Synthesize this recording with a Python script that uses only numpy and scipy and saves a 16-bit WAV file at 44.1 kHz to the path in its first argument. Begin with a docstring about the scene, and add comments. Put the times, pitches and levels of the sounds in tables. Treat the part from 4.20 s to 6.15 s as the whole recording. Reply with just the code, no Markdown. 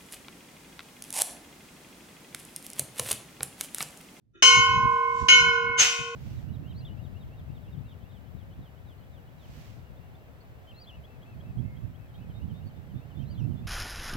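"""Stone doorway: a brass bell's clapper is gripped, then strikes twice; split pairs of partials beat
and swell as the bell swings. The porch adds a short bright wash to each blow, and a foot shuffles.
A third, glancing stroke rattles along the rim, shakes the hanger and chokes the low partials.
Light wind buffets the microphone throughout."""
import sys
import numpy as np
from scipy import signal
from scipy.io import wavfile
from scipy.ndimage import uniform_filter1d, minimum_filter1d

SR = 44100
rng = np.random.default_rng(int(sys.argv[2]) if len(sys.argv) > 2 else 0)


def unload_wav(signal):
    """Save mono or channel-first audio to the path in sys.argv[1] as 16-bit WAV at rate SR, clipped to [-1, 1]."""
    wavfile.write(
        sys.argv[1],
        SR,
        np.round(np.clip(np.atleast_2d(signal).T, -1, 1) * 32767).astype(np.int16),
    )


N = 85995
T = np.arange(N) / SR

# clapper blows: (time [s], wash level [dB])
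BLOWS = [(0.2225, -18), (1.084, -21.5)]
ATTACK_S = 0.0019
RATTLE_AT_S, RATTLE_RISE_S = 1.569, 0.03


def from_db(db):
    """Decibels to gain."""
    return 10 ** (np.asarray(db) / 20)


def at_hz(points, hz):
    """Table lookup on a log-frequency axis."""
    freqs, values = np.transpose(points)
    return np.interp(np.log(hz), np.log(freqs), values)


def in_time(rows):
    """Table columns interpolated to every sample."""
    times, *columns = np.transpose(rows)
    return np.array([np.interp(T, times, column) for column in columns])


def drift(corner_hz):
    """Slow random signal per ear, unit spread."""
    hop, settle = 100, 2000
    pole = np.exp(-2 * np.pi * corner_hz * hop / SR)
    white = rng.standard_normal((2, N // hop + settle + 2))
    slow = signal.lfilter([1], [1, -2 * pole, pole * pole], white)[:, settle:]
    slow = (slow - slow.mean(1, keepdims=True)) / slow.std(1, keepdims=True)
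    return np.array([np.interp(np.arange(N) / hop, np.arange(len(ear)), ear) for ear in slow])


def rise(start_s, length_s):
    """Ramp from 0 to 1."""
    return np.clip((T - start_s) / length_s, 0, 1)


def fall(start_s, t60_s):
    """1 until start_s, then exponential decay."""
    return np.exp(-np.log(1000) * np.maximum(T - start_s, 0) / t60_s)


def build_up(start_s, share, tau_s):
    """Gain from 1 - share toward 1 as reflections pile up."""
    return 1 - share * np.exp(-np.maximum(T - start_s, 0) / tau_s)


def sides(pan_db):
    """Left and right gains, unit mean power."""
    gains = from_db(np.array([[pan_db], [-pan_db]]) / 2)
    return gains / np.sqrt(np.mean(gains ** 2))


def noise_bands(spectrum, correlation=0.16):
    """Third-octave stereo noise as (centre [Hz], band); total rms about 1."""
    edges = 24 * 2 ** (np.arange(30) / 3)
    centres = np.sqrt(edges[1:] * edges[:-1])
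    gains = from_db(at_hz(spectrum, centres))
    gains /= np.sqrt(np.sum(gains ** 2 * np.diff(edges)) / (SR / 2))
    white = rng.standard_normal((2, 3, N))
    white = np.sqrt(1 - correlation) * white[:, :2] + np.sqrt(correlation) * white[:, 2:]
    for k, hz in enumerate(centres):
        bandpass = signal.butter(3, edges[k:k + 2], "band", fs=SR, output="sos")
        yield hz, gains[k] * signal.sosfilt(bandpass, white[k % 2])


def noise(spectrum):
    """Steady coloured stereo noise."""
    return sum(band for _, band in noise_bands(spectrum))


def tone(hz, ear_lag_s=0.00016, max_lag_rad=1.444):
    """One partial at both ears; sways with the swing, flutters with the reflections."""
    sway_db, sway_rad, sway_hz, flutter_hz = 1.0, 0.17, 2.7, 16.8
    lag_rad = np.array([[0], [min(2 * np.pi * hz * ear_lag_s, max_lag_rad)]])
    phase = 2 * np.pi * (hz * T + rng.random()) + lag_rad + sway_rad * drift(sway_hz)
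    flutter = 0.31 * min(hz / 3000, 2)
    level = from_db(sway_db * drift(sway_hz)) + flutter * drift(flutter_hz)
    return level * np.sin(phase + flutter * drift(flutter_hz))


def wind(lumps_db=2.04, air_db=-69.5):
    """Lumpy buffets, separate at each microphone port, over quiet air."""
    # buffets: (time [s], left [dB], right [dB])
    buffets = [(0, -71, -65.5), (.2, -66, -67), (.28, -70.5, -62), (.345, -38, -57), (.394, -23, -54),
               (.425, -43, -43), (.52, -34, -50.5), (.556, -29, -55.5), (.63, -31.5, -44.5),
               (.665, -24.5, -60), (.70, -44.5, -49), (.73, -38.5, -45), (.79, -54.5, -66),
               (.92, -51, -51.5), (.975, -39.5, -54), (1.005, -61, -44), (1.028, -56, -26.5),
               (1.065, -53, -45.5), (1.15, -44, -50), (1.205, -39.5, -47.5), (1.285, -35.5, -63),
               (1.31, -42.5, -47.5), (1.39, -51, -56), (1.44, -42, -46), (1.5, -39, -41), (1.55, -51, -44),
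               (1.61, -42, -45), (1.68, -64, -51), (1.77, -65, -66), (1.8, -35, -46), (1.86, -53, -57),
               (1.95, -65, -60)]
    # buffet and air spectra: (frequency [Hz], relative density [dB])
    buffet_spectrum = [(25, -21.5), (60, -3), (110, 1), (160, -2), (240, -10.5), (400, -21.5), (700, -37.5),
                       (1500, -51), (4000, -80)]
    air_spectrum = [(30, 2), (130, -4), (400, -24), (1000, -40), (4000, -46), (15000, -60.5)]
    level = from_db(in_time(buffets) + lumps_db * drift(35))
    return level * noise(buffet_spectrum) + from_db(air_db) * noise(air_spectrum)


def grip(at_s=0.13, rise_s=0.029, t60_s=0.49, roughness=0.84):
    """The clapper, taken in hand, gives a faint gritty clink."""
    # clapper modes: (frequency [Hz], level [dB])
    modes = [(340, -54.5), (385, -59), (1380, -60), (1650, -67), (1900, -68), (2520, -64.5), (3000, -70),
             (3620, -65), (5800, -75.5), (6550, -78)]
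    ring = sum(from_db(db) * tone(hz) * (1 + roughness * drift(105)) for hz, db in modes)
    return ring * rise(at_s, rise_s) ** 2 * fall(at_s + rise_s, t60_s)


def struck(at_s):
    """Onset of a blow: direct sound, then first reflections."""
    return rise(at_s, ATTACK_S) * build_up(at_s, share=0.71, tau_s=0.0077)


def bell(swing_s=0.584, choke_s=0.055):
    """Strong partials: reset by each blow, swelled in turn by the swing, mostly choked by the rattle."""
    # (frequency [Hz], t60 [s], blow 1 [dB], blow 2 [dB], after rattle [dB],
    #  L-R at blow 1 [dB], L-R at blow 2 [dB], swell depth [dB], swell peak time [s])
    partials = [(468.5, 35, -37, -34.5, -39.5, 1, -2.5, 4, 0.82),
                (1016.1, 21, -25.5, -27.5, -45.5, -9, -10, 1.5, 0.61),
                (1059.9, 4.03, -15.5, -27.5, -44, -4, 5, 1, 0.76),
                (1450.2, 1.48, -23.5, -17.5, -29, 6.5, -3.5, 0.5, 0.29),
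                (1494, 2.24, -20.5, -17, -34, -5.5, -29, -0.5, 0.46),
                (2175.6, 1.417, -12.5, -15.5, -34, 1.5, 3, 2, 0.9),
                (2182, 0.88, -28, -12.5, -33, 4.5, 0, 5.5, 0.56),
                (2486, 0.57, -27.5, -20, -46, 8.5, -13.5, 3.5, 0.31),
                (2544, 1.58, -31.5, -34, -29.5, -5, 17.5, 1.5, .58),
                (2858.5, 0.9, -21.5, -26.5, -29, 8.5, -1.5, 5.5, .34),
                (2901, 0.41, -16.5, -15, -17.5, 24, 16.5, 5.5, 0.64),
                (3037, 0.51, -8.5, -8.5, -31, 2, 3.5, -0.5, .45),
                (3044, 1.12, -17, -20, -24.5, 3.5, 19.5, 3.5, 0.46),
                (3101, 0.88, -25.5, -31.5, -29, 14.5, 11.5, 1, 0.21)]
    # waver of the pair near 2.2 kHz: (time [s], level [dB])
    waver = [(.24, -4), (.35, 1), (.6, -0.5), (.8, -3.5), (.9, 3), (1.03, 0), (1.13, 0.5), (1.25, 3.5),
             (1.34, -3), (1.43, -4), (1.55, 7), (1.65, -4)]
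    (first_s, _), (second_s, _) = BLOWS
    choked = rise(RATTLE_AT_S, choke_s)
    out = np.zeros((2, N))
    for hz, t60_s, first_db, second_db, last_db, pan1_db, pan2_db, swell_db, swell_s in partials:
        bloom = 0.48 if hz < 2300 else 0  # low partials build up between the walls
        onset1, onset2 = [struck(s) * build_up(s, bloom, tau_s=0.069) for s in (first_s, second_s)]
        first = onset1 * (1 - onset2) * from_db(first_db) * fall(first_s, t60_s) * sides(pan1_db)
        second = onset2 * from_db(second_db) * fall(second_s, t60_s) * sides(pan2_db)
        last = from_db(last_db) * fall(RATTLE_AT_S, t60_s) * sides(pan2_db / 2)
        swing_db = swell_db * np.cos(2 * np.pi * (T - swell_s) / swing_s)
        if 2100 < hz < 2300:
            swing_db += in_time(waver)[0]
        out += from_db(swing_db) * tone(hz) * ((1 - choked) * (first + second) + choked * last)
    return out


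def upper_t60_s(hz):
    """Higher modes die sooner."""
    return 0.6 * (5000 / hz) ** 0.3


def upper_partials():
    """Short high ring of the bell; each blow adds to it."""
    # (frequency [Hz], blow 1 [dB], blow 2 [dB])
    partials = [(3498, -34, -36), (4052, -23, -27), (4205, -32.5, -29.5), (4240, -24.5, -35.5),
                (4547, -29, -38), (4500, -41.5, -46), (5197, -18.5, -24.5), (5060, -34.5, -44),
                (5850, -24.5, -30), (6237, -20, -27), (6444, -15.5, -33.5), (6510, -34, -23.5),
                (6680, -27, -38), (6870, -36, -36.5), (6940, -30.5, -36.5), (7180, -32, -54),
                (7140, -37, -43.5), (7740, -33, -47), (7800, -46, -53), (8310, -36.5, -42.5),
                (9000, -43.5, -53), (9550, -40, -50), (9270, -47, -47), (10100, -45, -50.5),
                (10400, -46.5, -62.5), (11040, -51, -53), (11300, -50.5, -56), (12350, -54, -60),
                (12800, -50.5, -57.5)]
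    out = np.zeros((2, N))
    for hz, *levels_db in partials:
        out += tone(hz) * sum(from_db(db) * struck(s) * fall(s, upper_t60_s(hz))
                              for (s, _), db in zip(BLOWS, levels_db))
    return out


def shimmer(count=56, spread_db=5):
    """Weak, unevenly spaced bell modes; each stroke excites them with new random strengths."""
    # (frequency [Hz], nominal level per mode [dB])
    mode_levels = [(2300, -37), (3300, -48), (3800, -45.5), (5000, -42.5), (5700, -37.5), (7000, -42),
                   (8000, -54), (10000, -62.5), (12500, -58), (15000, -58.5)]
    (first_s, _), (second_s, _) = BLOWS
    # (time [s], attack [s], gain [dB])
    strokes = [(first_s, ATTACK_S, 0), (second_s, ATTACK_S, -1.5),
               (RATTLE_AT_S + RATTLE_RISE_S / 2, RATTLE_RISE_S, 4)]
    low_hz, high_hz = mode_levels[0][0], mode_levels[-1][0]
    positions = (np.arange(count) + rng.random(count)) / count
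    out = np.zeros((2, N))
    for hz in low_hz * (high_hz / low_hz) ** positions:
        level = np.zeros(N)
        for at_s, attack_s, db in strokes:
            strength = from_db(db + spread_db * np.clip(rng.standard_normal(), -2, 1))
            level += strength * rise(at_s, attack_s) * fall(at_s + attack_s, upper_t60_s(hz))
        out += from_db(at_hz(mode_levels, hz)) * level * tone(hz)
    return out


def clang(tail_db=-29.5):
    """The crash of each blow dies away in the stone porch."""
    # wash: (frequency [Hz], relative density [dB])
    spectrum = [(100, -19), (350, -8), (750, -7.5), (1200, -3), (1800, -0.5), (2800, 2.5), (3800, -7.5),
                (5000, -0.5), (6600, -16), (8500, -33), (11000, -43.5), (15000, -45)]
    # porch decay: (frequency [Hz], t60 [s])
    decay = [(200, 0.42), (800, 0.26), (3000, 0.17), (7000, 0.17), (14000, .25)]
    out = np.zeros((2, N))
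    for hz, band in noise_bands(spectrum):
        t60_s = at_hz(decay, hz)
        tail_t60_s = 3.3 * t60_s / at_hz(decay, 1100)
        for at_s, db in BLOWS:
            envelope = fall(at_s, t60_s) + from_db(tail_db) * fall(at_s, tail_t60_s)
            out += from_db(db) * rise(at_s, ATTACK_S) * envelope * band
    return out


def shuffle():
    """A sole slides on stone."""
    # slide: (time [s], level [dB])
    levels = [(.3, -110), (.55, -74), (.72, -58), (.86, -61.5), (.93, -59), (1.0, -49), (1.07, -54),
              (1.2, -81), (1.4, -110)]
    # friction: (frequency [Hz], relative density [dB])
    spectrum = [(400, 8.5), (1500, 4), (4000, 1), (6500, 6), (9000, -12), (12000, -23.5), (15000, -37.5)]
    return from_db(in_time(levels)[0]) * noise(spectrum)


def rattle(level_db=-22.5, hold_s=0.032, t60_s=0.43, tail_db=-12, tail_t60_s=0.86):
    """The clapper chatters along the rim in a dense run of contacts."""
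    # rim crash: (frequency [Hz], relative density [dB])
    spectrum = [(100, -23), (400, -9.5), (800, -7.5), (1100, -1.5), (1800, 0.5), (3000, 4.5), (3900, -1),
                (5300, 0.5), (6700, 0.5), (8300, -12), (10500, -21.5), (13000, -30), (15500, -36)]
    contacts_per_s, contact_s, contact_depth = 160, 0.0012, 0.55
    release_s = RATTLE_AT_S + RATTLE_RISE_S + hold_s
    decay = fall(release_s, t60_s)
    contacts = (rng.random(N) < contacts_per_s / SR) * rng.uniform(0.17, 0.97, N)
    pulses = signal.lfilter([1], [1, -np.exp(-1 / (contact_s * SR))], contacts + 1e-18)
    chatter = 1 + contact_depth * pulses * decay
    tail = from_db(tail_db) * fall(release_s, tail_t60_s)
    envelope = rise(RATTLE_AT_S, RATTLE_RISE_S) ** 2 * np.hypot(decay, tail)
    return from_db(level_db) * envelope * chatter * noise(spectrum)


def hanger():
    """The bell's hanger rings, shaken by the rattle."""
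    # hanger modes: (frequency [Hz], level [dB], t60 [s])
    modes = [(740, -48, 1.5), (1075.5, -37.5, 7.5), (2026, -40, 1.11), (2084, -30, 0.86), (3120, -45, 0.72),
             (6440, -17, 0.32), (6577, -34, 0.75), (6820, -31, 0.31)]
    peak_s = RATTLE_AT_S + RATTLE_RISE_S
    ring = sum(from_db(db) * tone(hz) * fall(peak_s, t60_s) for hz, db, t60_s in modes)
    return rise(RATTLE_AT_S, RATTLE_RISE_S) ** 2 * ring


def scene():
    """Stereo mix in front of the doorway."""
    ringing = bell() + upper_partials() + shimmer() + clang()
    return ringing + rattle() + hanger() + grip() + shuffle() + wind()


def record(dry, limit=0.78, window_s=0.004, stopband_hz=16300):
    """Peak limiter, then a steep low-pass."""
    size = int(window_s * SR)
    gain = limit / np.maximum(np.abs(dry).max(0), limit)
    gain = uniform_filter1d(minimum_filter1d(gain, size), size)
    lowpass = signal.cheby2(12, 70, stopband_hz, fs=SR, output="sos")
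    return signal.sosfilt(lowpass, dry * gain)


dry = scene()
out = record(dry)
unload_wav(out)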